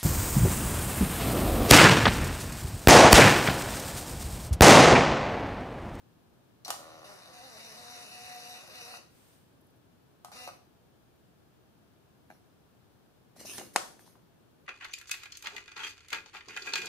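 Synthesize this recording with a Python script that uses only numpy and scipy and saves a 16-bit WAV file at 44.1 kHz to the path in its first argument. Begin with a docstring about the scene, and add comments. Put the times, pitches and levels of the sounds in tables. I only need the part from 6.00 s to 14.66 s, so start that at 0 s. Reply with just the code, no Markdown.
"""A small thermal label printer on a table in a quiet room, close to a two-port phone microphone.
Its gears clack into mesh and the stepper motor feeds a label at changing rates: the steps buzz the case,
paper and gears hiss, the rotor whines. The feed button clicks and runs it once more. Later comes a
light tap, then fingers rub the label and it snaps taut. Behind it all the room answers and hums."""
import sys
import numpy as np
from scipy import signal
from scipy.fft import rfft, irfft, next_fast_len
from scipy.io import wavfile
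from scipy.ndimage import uniform_filter1d

SR = 44100
rng = np.random.default_rng(int(sys.argv[2]) if len(sys.argv) > 2 else 0)


def store_pcm(level_fs):
    """Save levels as 16-bit WAV."""
    pcm = np.round(np.clip(level_fs, -1, 1) * 32767).astype(np.int16)
    wavfile.write(sys.argv[1], SR, np.atleast_2d(pcm).T)


N = 381856

# stepper schedule, each row held until the next, rate 0 = not driven: start_s, rate_hz, scatter_steps
STEP_SCHEDULE = [(0, 0, 0), (.76, 80, .007), (1.05, 201, .02), (1.165, 180, .03), (1.22, 167, .025),
                 (1.33, 243, .08), (1.6, 228, .07), (1.76, 242, .02), (2.04, 222, .05), (2.11, 244, .015),
                 (2.58, 177, .03), (2.7, 205, .05), (2.75, 243, .03), (2.98, 0, 0), (4.32, 200, .03),
                 (4.352, 250, .012), (4.475, 0, 0)]
# resonances of the printer: pitch_hz, width_hz, level_db
CASE_MODES = [(231, 110, -4.5), (337, 250, -1.5), (559, 58, 7.5), (785, 82, 3), (980, 370, -20),
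              (1084, 230, 3), (1510, 55, -2), (1770, 51, -7)]  # plastic case
FRAME_MODES = [(1950, 72, 4), (2880, 100, 3), (3880, 29, 16), (4620, 110, 8.5), (5620, 320, -6.5)]  # gear frame
RASP_MODES = [(2540, 270, -1.4), (2800, 120, -0.62)]  # rasp of a long label
LID_MODES = [(590, 110, -12), (782, 150, 0), (1230, 69, 2.5), (1480, 110, -6.5), (2040, 600, -17)]  # lid and table under a knock
# hiss of paper and gears: pitch_hz, level_db
HISS_SPECTRUM = [(150, -42), (500, -4.5), (1500, -0.5), (2200, -4), (2680, -2), (2950, 1.5), (3270, -24),
                 (3600, 1), (4300, 2), (5200, -1), (5750, 3), (6100, -3), (6800, -4), (7400, -10.5),
                 (8800, -4.5), (9700, -8.5), (11000, -4.5), (13000, -12.5), (15500, -29)]
# slack gears rattle as the drive starts, jumps or stops: start_s, hiss_db, buzz_above_db, t60_s
RATTLES = [(0.646, -61.5, -10.5, 0.11), (.655, -56, 3, 0.05), (.665, -51, -18, 0.3), (.68, -57, 12.5, 0.23),
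           (0.706, -56, -0.5, 0.27), (1.042, -51.5, 1, 0.15), (1.09, -69.5, 22.5, 0.29),
           (2.76, -68, -3, .6), (2.937, -62, 11.5, 0.26), (4.318, -60, 12, 0.12), (4.473, -49, 4, 0.1)]
# rotor tones: step_rate_multiple, level_db, left_lead_rad
WHINE_TONES = [(1, -7, 0.42), (2, -3, .2), (3, 2.5, 0), (4, -8, 0.64), (5, -6, 2.7), (7, -11, .3),
               (8, -9, 0), (10, -13, .3), (11, -6, 0)]
# gears and button knock on the case: start_s, level_db, crack_above_db, contact_s
KNOCKS = [(0.647, -47, 19, 0.00052), (0.66, -24, -11, 0.0022), (0.6785, -19.5, -3.5, 0.0018),
          (0.6932, -21, -14, 0.0023), (0.702, -19, 6, 0.00027), (0.708, -28, -13, 0.00053),
          (0.724, -39, 2, 0.0013), (0.739, -26.5, -11, 0.0014), (0.789, -39, -17, 0.0008),
          (2.937, -32, -22, 0.00071), (4.245, -26.5, -4, 0.0013), (4.256, -40, -12, .0006),
          (4.282, -40, -13, .0006), (4.315, -38, 0.5, 0.00046), (4.4731, -24, -14, 0.0011),
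          (4.487, -29.5, -20, 0.00061)]
# gear squeak: start_s, hold_s, upper_band_db, lower_band_above_db
SQUEAKS = [(.648, 0.012, -44.5, -1.5)]
# its two bands: pitch_hz, width_hz, level_db
SQUEAK_BANDS = [(5750, 530, 0), (4170, 900, 0)]
# finger strokes on the label: start_s, hold_s, scrape_db, flutter_above_db
RUBS = [(6.295, 0.0079, -69, 8), (7.355, 0.048, -64, 2.5), (7.39, 0.01, -52.5, -5),
        (7.45, 0.13, -47.5, -10.5), (7.575, 0.018, -56.5, 8), (7.73, 0.12, -58.5, -11),
        (7.9, 0.11, -75, 6.5), (7.985, 0.029, -65, -9), (8.055, 0.012, -64, 1), (8.14, 0.012, -82, 18)]
# skin on paper, and the fluttering sheet: pitch_hz, level_db
SCRAPE_SPECTRUM = [(590, -41), (1000, -5.5), (1260, -10.5), (1710, 3), (1880, 1), (6560, 2), (7110, -3.5),
                   (11000, 5), (15500, -9)]
FLUTTER_SPECTRUM = [(35, -45.5), (60, -10), (200, -1.5), (340, -1), (504, -7), (782, -9), (2000, -19.5),
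                    (2600, -47), (4400, -120)]
# the label buckles: start_s, level_db, crack_above_db, contact_s, left_over_right_db, tension_semitones
SNAPS = [(7.362, -41.5, -23, 0.0017, -0.5, -3), (7.409, -34.5, -16, 0.0022, 2, -6.5),
         (7.447, -30.5, -17, 0.0027, 2.5, -5), (7.452, -31.5, -21, 0.0023, 4, -2),
         (7.579, -39.5, 10, 0.00081, -3.5, -1.5), (7.584, -34.5, -4, 0.0012, 6.5, .3),
         (7.594, -36.5, -1.5, 0.0023, 1.5, -3), (7.608, -30.5, -20.5, 0.0021, 0, 0),
         (7.612, -31, -26, 0.0016, 2.5, 1), (7.7525, -31.5, -17.5, 0.0021, 5, -3.5),
         (7.758, -7, -5.5, 0.0012, 0.5, 1), (7.7635, -25.5, -15, 0.00046, 10, 4.3),
         (7.991, -48.5, -9, 0.00073, 4, -0.5), (8.075, -45.5, -19, 0.0015, 5, 2.5),
         (8.152, -46.5, -23, 0.0014, 7.5, 6)]
# a light tap that bounces: start_s, level_db, crack_above_db, contact_s
TAPS = [(6.3005, -38.5, -21, 0.00048), (6.31, -42.5, -17, .0005), (6.321, -47, -19, .001)]
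# resonances of the label and of the tapped object: pitch_hz, width_hz, level_db
LABEL_MODES = [(143, 260, -16), (296, 180, -6), (780, 146, 8), (1760, 360, 7), (2934, 350, -3.5)]
HOLLOW_MODES = [(620, 70, 0.5), (800, 86, 3.5), (1390, 130, -5), (1630, 100, 1.5), (2330, 200, -6)]
# faint hiss after the first feed: start_s, hold_s, broad_db, treble_band_above_db
AFTERHISS = [(3.05, 0.29, -65.5, -9.5)]
# faint treble ticks: start_s, level_db
TICKS = [(3.603, -72), (3.634, -73), (3.659, -72), (3.695, -74), (3.754, -75)]
# decay of the room: pitch_hz, t60_s
WALL_DECAY = [(200, 0.65), (1000, 0.35), (5000, 0.41), (12000, 0.39)]
# room and microphone noise: pitch_hz, level_db
HUM_SPECTRUM = [(12, -49.5), (20, -65), (47, -13), (126, -2), (191, -6), (352, -8.5), (549, -14),
                (631, -14), (985, -19), (1720, -22.5), (1920, -27.5), (3260, -27), (7520, -35),
                (8880, -34.5), (15500, -33)]
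# balance at the microphone: pitch_hz, left_over_right_db
PRINTER_PAN = [(60, 5), (180, 3.5), (550, 0), (1650, 0), (4970, 3.5), (15000, -5)]
LABEL_PAN = [(60, -0.5), (180, 2.5), (550, 0.5), (1650, 0), (4970, 3), (15000, -4)]
# how alike the two ports hear each noise: pitch_hz, correlation
HISS_ALIKE = [(500, 1), (1700, 0.12), (2600, 0.5), (3200, 1), (3600, 0.3), (4300, 0.25), (5200, 0.46),
              (6000, 0.91), (6800, 0.074), (15000, .05)]
SCRAPE_ALIKE = [(600, 0.83), (2400, 0.61), (3500, 0.52), (5500, .35), (7000, .1), (15000, .05)]
HUM_ALIKE = [(60, 0.37), (380, 0.17), (2380, 0.0), (15000, -0.166)]

FULL_RATE_HZ, SETTLE_S = 243, 0.01  # full feed speed; time the drive takes to reach a new speed
LEFT_LEAD_S = 7 / SR  # the printer stands nearer the left port
SIDES = np.array([[.5], [-.5]])  # splits a difference between left and right
TIME_S = np.arange(N) / SR


def printer():
    """Motor, squeak and knocks reach the microphone from one spot on the table."""
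    return placed(motor() + gear_squeak() + case_knocks(), PRINTER_PAN, LEFT_LEAD_S)


def motor():
    """Each slightly uneven step gives a kick that drives the buzz and the hiss; the rotor sings along."""
    start_s, drive_hz, scatter = np.transpose(STEP_SCHEDULE)
    # undriven gears chatter fast and unevenly
    rate_hz, scatter = np.where(drive_hz > 0, [drive_hz, scatter], [[400], [.3]])
    row = np.searchsorted(start_s, TIME_S, side="right") - 1
    speed, rate_hz, scatter = drive_hz[row] / FULL_RATE_HZ, rate_hz[row], scatter[row]
    load = wander(2500)  # random drag, as from dark print lines
    phase = np.cumsum(rate_hz * (1 + .6 * scatter * load)) / SR  # in steps
    step = np.round(phase).astype(int)
    lateness, strength = rng.standard_normal((step[-1] + 1, 2))[step].T
    since_step_s = (phase - step - np.clip(scatter * lateness, -.3, .3)) / rate_hz
    kicks = amp(1.8 * strength) * np.exp(-(since_step_s / 5e-5) ** 2) / np.sqrt(rate_hz)
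    kicks /= np.sqrt(uniform_filter1d(kicks ** 2, size=2000) + 1e-12)
    bursts = 1 + 0.03 * np.cos(2 * np.pi * phase) + 0.15 * strength
    hiss_gain, buzz_gain = drive_gains(speed)
    buzz = case_buzz(kicks, speed)
    hiss = feed_hiss(kicks, bursts)
    return buzz_gain * buzz + hiss_gain * hiss + rotor_whine(phase, speed)


def drive_gains(speed):
    """Hiss grows with speed, slower steps buzz harder, and gear rattles add to both."""
    settled = uniform_filter1d(speed, size=round(SETTLE_S * SR))
    driven = uniform_filter1d(1. * (speed > 0), size=round(SETTLE_S * SR / 2))
    lid_db = np.where(TIME_S > 1.57, 0, -5.5)  # the hiss steps up as the label clears the lid
    hiss = amp(-66.5) + amp(-56.5 + lid_db) * np.abs(settled) ** 2.55
    buzz = amp(-57.5 - 1.5 * np.log2(np.clip(settled, .25, 2)))
    jolts = [(start_s, 0, db, above_db) for start_s, db, above_db, _ in RATTLES]
    rattle = envelopes(jolts, attack_s=0.0041, fade_db_per_s=[60 / t60_s for *_, t60_s in RATTLES])
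    return np.hypot(driven * np.array([hiss, buzz]), rattle)


def case_buzz(kicks, speed):
    """Kicks ring the plastic case and smooth out at speed; rubbing parts stir and damp it."""
    kicked = unit(filtered(kicks, body(CASE_MODES)))
    damped_modes = [(hz, 2.8 * width, db) for hz, width, db in CASE_MODES]
    rubbed = unit(filtered(noise(), body(damped_modes)))
    smoothing = .75 * np.clip(speed, 0, 1) ** 3
    return unit((1 - smoothing) * kicked + .5 * rubbed)


def feed_hiss(kicks, bursts):
    """Paper and gears hiss in bursts tied to the steps, and the gear frame rings."""
    hiss = paired(bursts * noise() + 0.32 * kicks, bursts * noise(2), HISS_SPECTRUM, HISS_ALIKE)
    frame = unit(filtered(bursts * noise() + 1.86 * kicks, body(FRAME_MODES)))
    rasp = banded(bursts * noise() + 1.7 * kicks, RASP_MODES)
    rasp_db = np.where(TIME_S > 1.97, 1, -22)  # cuts in once the label is long
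    return patchy(amp(2.5) * hiss + amp(-6) * (frame + amp(rasp_db) * rasp), depth_db=2.15)


def rotor_whine(phase, speed, flicker_db=2.5, waver_hz=7):
    """Multiples of the step rate sing as wavering tones, louder at speed."""
    def drift():
        knots = rng.standard_normal(N // 900 + 2)
        return np.interp(np.arange(N) / 900, np.arange(len(knots)), knots)

    tones = np.zeros((2, N))
    for multiple, db, lead_rad in WHINE_TONES:
        gain = amp(db + flicker_db * drift())
        cycles = multiple * phase + np.cumsum(waver_hz * drift()) / SR
        tones += gain * np.sin(2 * np.pi * cycles + lead_rad * SIDES)
    settled = np.abs(uniform_filter1d(speed, size=round(SETTLE_S * SR)))
    return amp(-60) * settled ** 2.5 * tones


def case_knocks():
    """Gears and button strike the case; each knock rebounds once, softer and duller."""
    rebounds = [(s + 0.0071, db - 9.5, crack_db - 2.5, contact_s) for s, db, crack_db, contact_s in KNOCKS]
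    return blows(KNOCKS + rebounds, LID_MODES, rise_s=0.001947, crack_s=0.02, top_hz=14700,
                 push_db=28, crack_db=-11)[0]


def gear_squeak():
    """The gears take up with two narrow bands of friction noise."""
    gains = envelopes(SQUEAKS, attack_s=0.00071, fade_db_per_s=2993)
    return sum(gain * banded(noise(), [band]) for gain, band in zip(gains, SQUEAK_BANDS))


def label():
    """Skin slips over paper in dense grains; the sheet flutters and snaps. Gives direct and wall feeds."""
    scrape_gain, flutter_gain = envelopes(RUBS, attack_s=0.0095, fade_db_per_s=211.5)
    grains = amp(1.8 * wander(120))
    scrape = paired(grains * noise(), grains * noise(2), SCRAPE_SPECTRUM, SCRAPE_ALIKE)
    flutter = coloured(noise() + 0.11 * noise(2), FLUTTER_SPECTRUM)
    flaps = amp(2 * wander(500))
    snaps = blows(SNAPS, LABEL_MODES, rise_s=0.0025, crack_s=0.02, top_hz=11640, push_db=24.5, crack_db=-3)
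    rubbing = scrape_gain * patchy(scrape, depth_db=4.5) + flutter_gain * flaps * flutter
    return placed(rubbing + snaps, LABEL_PAN, lead_s=0)


def hollow_tap():
    """Something small and hollow is tapped near the printer."""
    taps = blows(TAPS, HOLLOW_MODES, rise_s=0.00197, crack_s=0.022, top_hz=9000, push_db=31, crack_db=-5)
    return placed(taps[0], PRINTER_PAN, LEFT_LEAD_S)


def afterhiss():
    """A thin hiss after the first feed, perhaps the label settling, then faint treble ticks."""
    broad_gain, band_gain = envelopes(AFTERHISS, attack_s=0.12, fade_db_per_s=75)
    broad = coloured(noise(2), [(1000, -4), (3000, -5), (7000, -8.5), (15500, -8.5)])
    band = banded(noise(2), [(8600, 1100, 0)])
    tick_gain = np.zeros(N)
    for start_s, db in TICKS:
        tick_gain[round(start_s * SR):][:1000] = amp(db) * np.hanning(1000)
    return broad_gain * broad + band_gain * band + tick_gain * banded(noise(2), [(11200, 3000, 0)])


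def room(x):
    """The walls answer 200 samples late, each frequency dying at its own speed."""
    hz, t, spectra = signal.stft(rng.standard_normal((2, SR // 2)), SR, nperseg=256)
    tail = signal.istft(spectra * amp(-60 * t / along(WALL_DECAY, hz)[:, None]), SR, nperseg=256)[1]
    delayed = np.pad(x, ((0, 0), (200, 0)))
    return signal.fftconvolve(delayed, tail / np.linalg.norm(tail[0]), axes=1)[:, :N]


def room_hum():
    """Steady room and microphone noise, partly shared by the ports in the bass."""
    def mid_and_side(hz):
        angle = np.arccos(np.clip(along(HUM_ALIKE, hz), -1, 1)) / 2
        return amp(along(HUM_SPECTRUM, hz)) * [np.cos(angle), np.sin(angle)]

    mid, side = filtered(noise(2), mid_and_side)
    return amp(-62.5 + 1.8 * SIDES) * unit(np.array([mid + side, mid - side]))


def blows(rows, modes, rise_s, crack_s, top_hz, push_db, crack_db):
    """Each blow rings a body, duller for longer contact, and cracks. 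Gives direct and wall feeds."""
    crack, click = np.zeros((2, 2, N + SR))
    ring = np.zeros((2, 2, N + SR))
    t = np.arange(SR // 20) / SR
    grid_hz = np.fft.rfftfreq(len(t), 1 / SR)
    onset = (t / rise_s) ** 8
    burst = onset / (1 + onset) * amp(-60 * (np.maximum(t - rise_s, 0) / crack_s) ** 1.046)
    # the walls get all directions averaged: broader modes, and a plain click for the crack
    broad_modes = [(hz, 5 * width, db) for hz, width, db in modes]
    for start_s, db, above_db, contact_s, *pan_and_tension in rows:
        pan_db, semitones = pan_and_tension or (0, 0)
        start, balance = round(start_s * SR), amp(SIDES * pan_db)
        span = slice(start, start + len(t))
        hz = grid_hz / 2 ** (semitones / 12)  # tension raises the modes
        force = np.exp(-((t - rise_s) / (0.17 * contact_s)) ** 2)
        responses = np.array([body(modes)(hz), 0.41 * body(broad_modes)(hz)])
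        answer = irfft(rfft(force / force.sum()) * responses, len(t))
        ring[..., span] -= balance * amp(db + push_db) * answer[:, None]
        shared, left, right = rng.standard_normal((3, len(t)))
        crack_gain = amp(db + above_db + crack_db)
        crack[:, span] += balance * crack_gain * burst * (shared + 1.28 * np.array([left, right]))
        click[:, start + round(rise_s * SR)] += crack_gain * np.linalg.norm(burst)
    bright = lambda hz: body([(5000, 14000, 0)])(hz) ** 2 / (1 + (hz / top_hz) ** 8)
    return ring[..., :N] + filtered(np.array([crack, click])[..., :N], bright)


def placed(x, pan, lead_s):
    """Level and arrival time differ between the ports."""
    return filtered(x, lambda hz: amp(SIDES * along(pan, hz)) * np.exp(2j * np.pi * hz * lead_s * SIDES))


def paired(shared, own, spectrum, alike):
    """Coloured noise, partly common to the ports and partly each port's own."""
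    def response(hz):
        common = np.clip(along(alike, hz), 0, 1)
        return amp(along(spectrum, hz)) * np.sqrt([common, 1 - common, 1 - common])

    parts = filtered(np.vstack([shared, own]), response)
    return unit(parts[0] + parts[1:])


def patchy(x, depth_db):
    """Random louder and softer patches in time and pitch."""
    spectra = signal.stft(x, nperseg=512)[2]
    patches = uniform_filter1d(rng.standard_normal(spectra.shape[-2:]), size=6, axis=0)
    patches = uniform_filter1d(patches, size=10, axis=1)
    return signal.istft(spectra * amp(depth_db * unit(patches)), nperseg=512)[1][..., :N]


def envelopes(rows, attack_s, fade_db_per_s):
    """Attack, hold and fade of each row, for a layer and its companion; powers add."""
    power = np.zeros((2, N))
    for (start_s, hold_s, db, above_db), fade in zip(rows, np.broadcast_to(fade_db_per_s, len(rows))):
        age_s = TIME_S - start_s
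        shape = np.clip(age_s / attack_s, 0, 1) * amp(-fade * np.maximum(age_s - hold_s, 0))
        power += (amp([[db], [db + above_db]]) * shape) ** 2
    return np.sqrt(power)


def body(modes):
    """Causal response of a set of resonances, alternating in sign."""
    return lambda hz: sum((-1) ** k * amp(db) * 1j * hz * width / (pitch ** 2 - hz ** 2 + 1j * hz * width)
                          for k, (pitch, width, db) in enumerate(modes))


def filtered(x, response):
    """x through a complex response of frequency."""
    size = next_fast_len(N + SR // 2)
    return irfft(rfft(x, size) * response(np.fft.rfftfreq(size, 1 / SR)), size)[..., :N]


def banded(x, modes):
    """x twice through the resonances, at unit RMS."""
    return unit(filtered(x, lambda hz: body(modes)(hz) ** 2))


def coloured(x, spectrum):
    return unit(filtered(x, lambda hz: amp(along(spectrum, hz))))


def along(points, hz):
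    """Interpolates (pitch_hz, value) points on a log axis."""
    pitches, values = np.transpose(points)
    return np.interp(np.log(hz + 1), np.log(pitches + 1), values)


def wander(samples):
    return unit(uniform_filter1d(noise(), size=samples))


def noise(*channels):
    return rng.standard_normal((*channels, N))


def amp(db):
    return 10 ** (np.asarray(db) / 20)


def unit(x):
    return x / np.sqrt(np.mean(x ** 2) + 1e-20)


def scene():
    """Printer, tap and label close by, the room behind them."""
    machine, tap = printer(), hollow_tap()
    sheet, sheet_to_walls = label()
    reverb = room(amp(-3.5) * (machine + sheet_to_walls) + amp(-13) * tap)
    return machine + tap + sheet + reverb + afterhiss() + room_hum()


def record(dry, top_hz=15600):
    """The phone keeps nothing above its band limit."""
    return filtered(dry, lambda hz: hz < top_hz)


dry = scene()
out = record(dry)
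store_pcm(out)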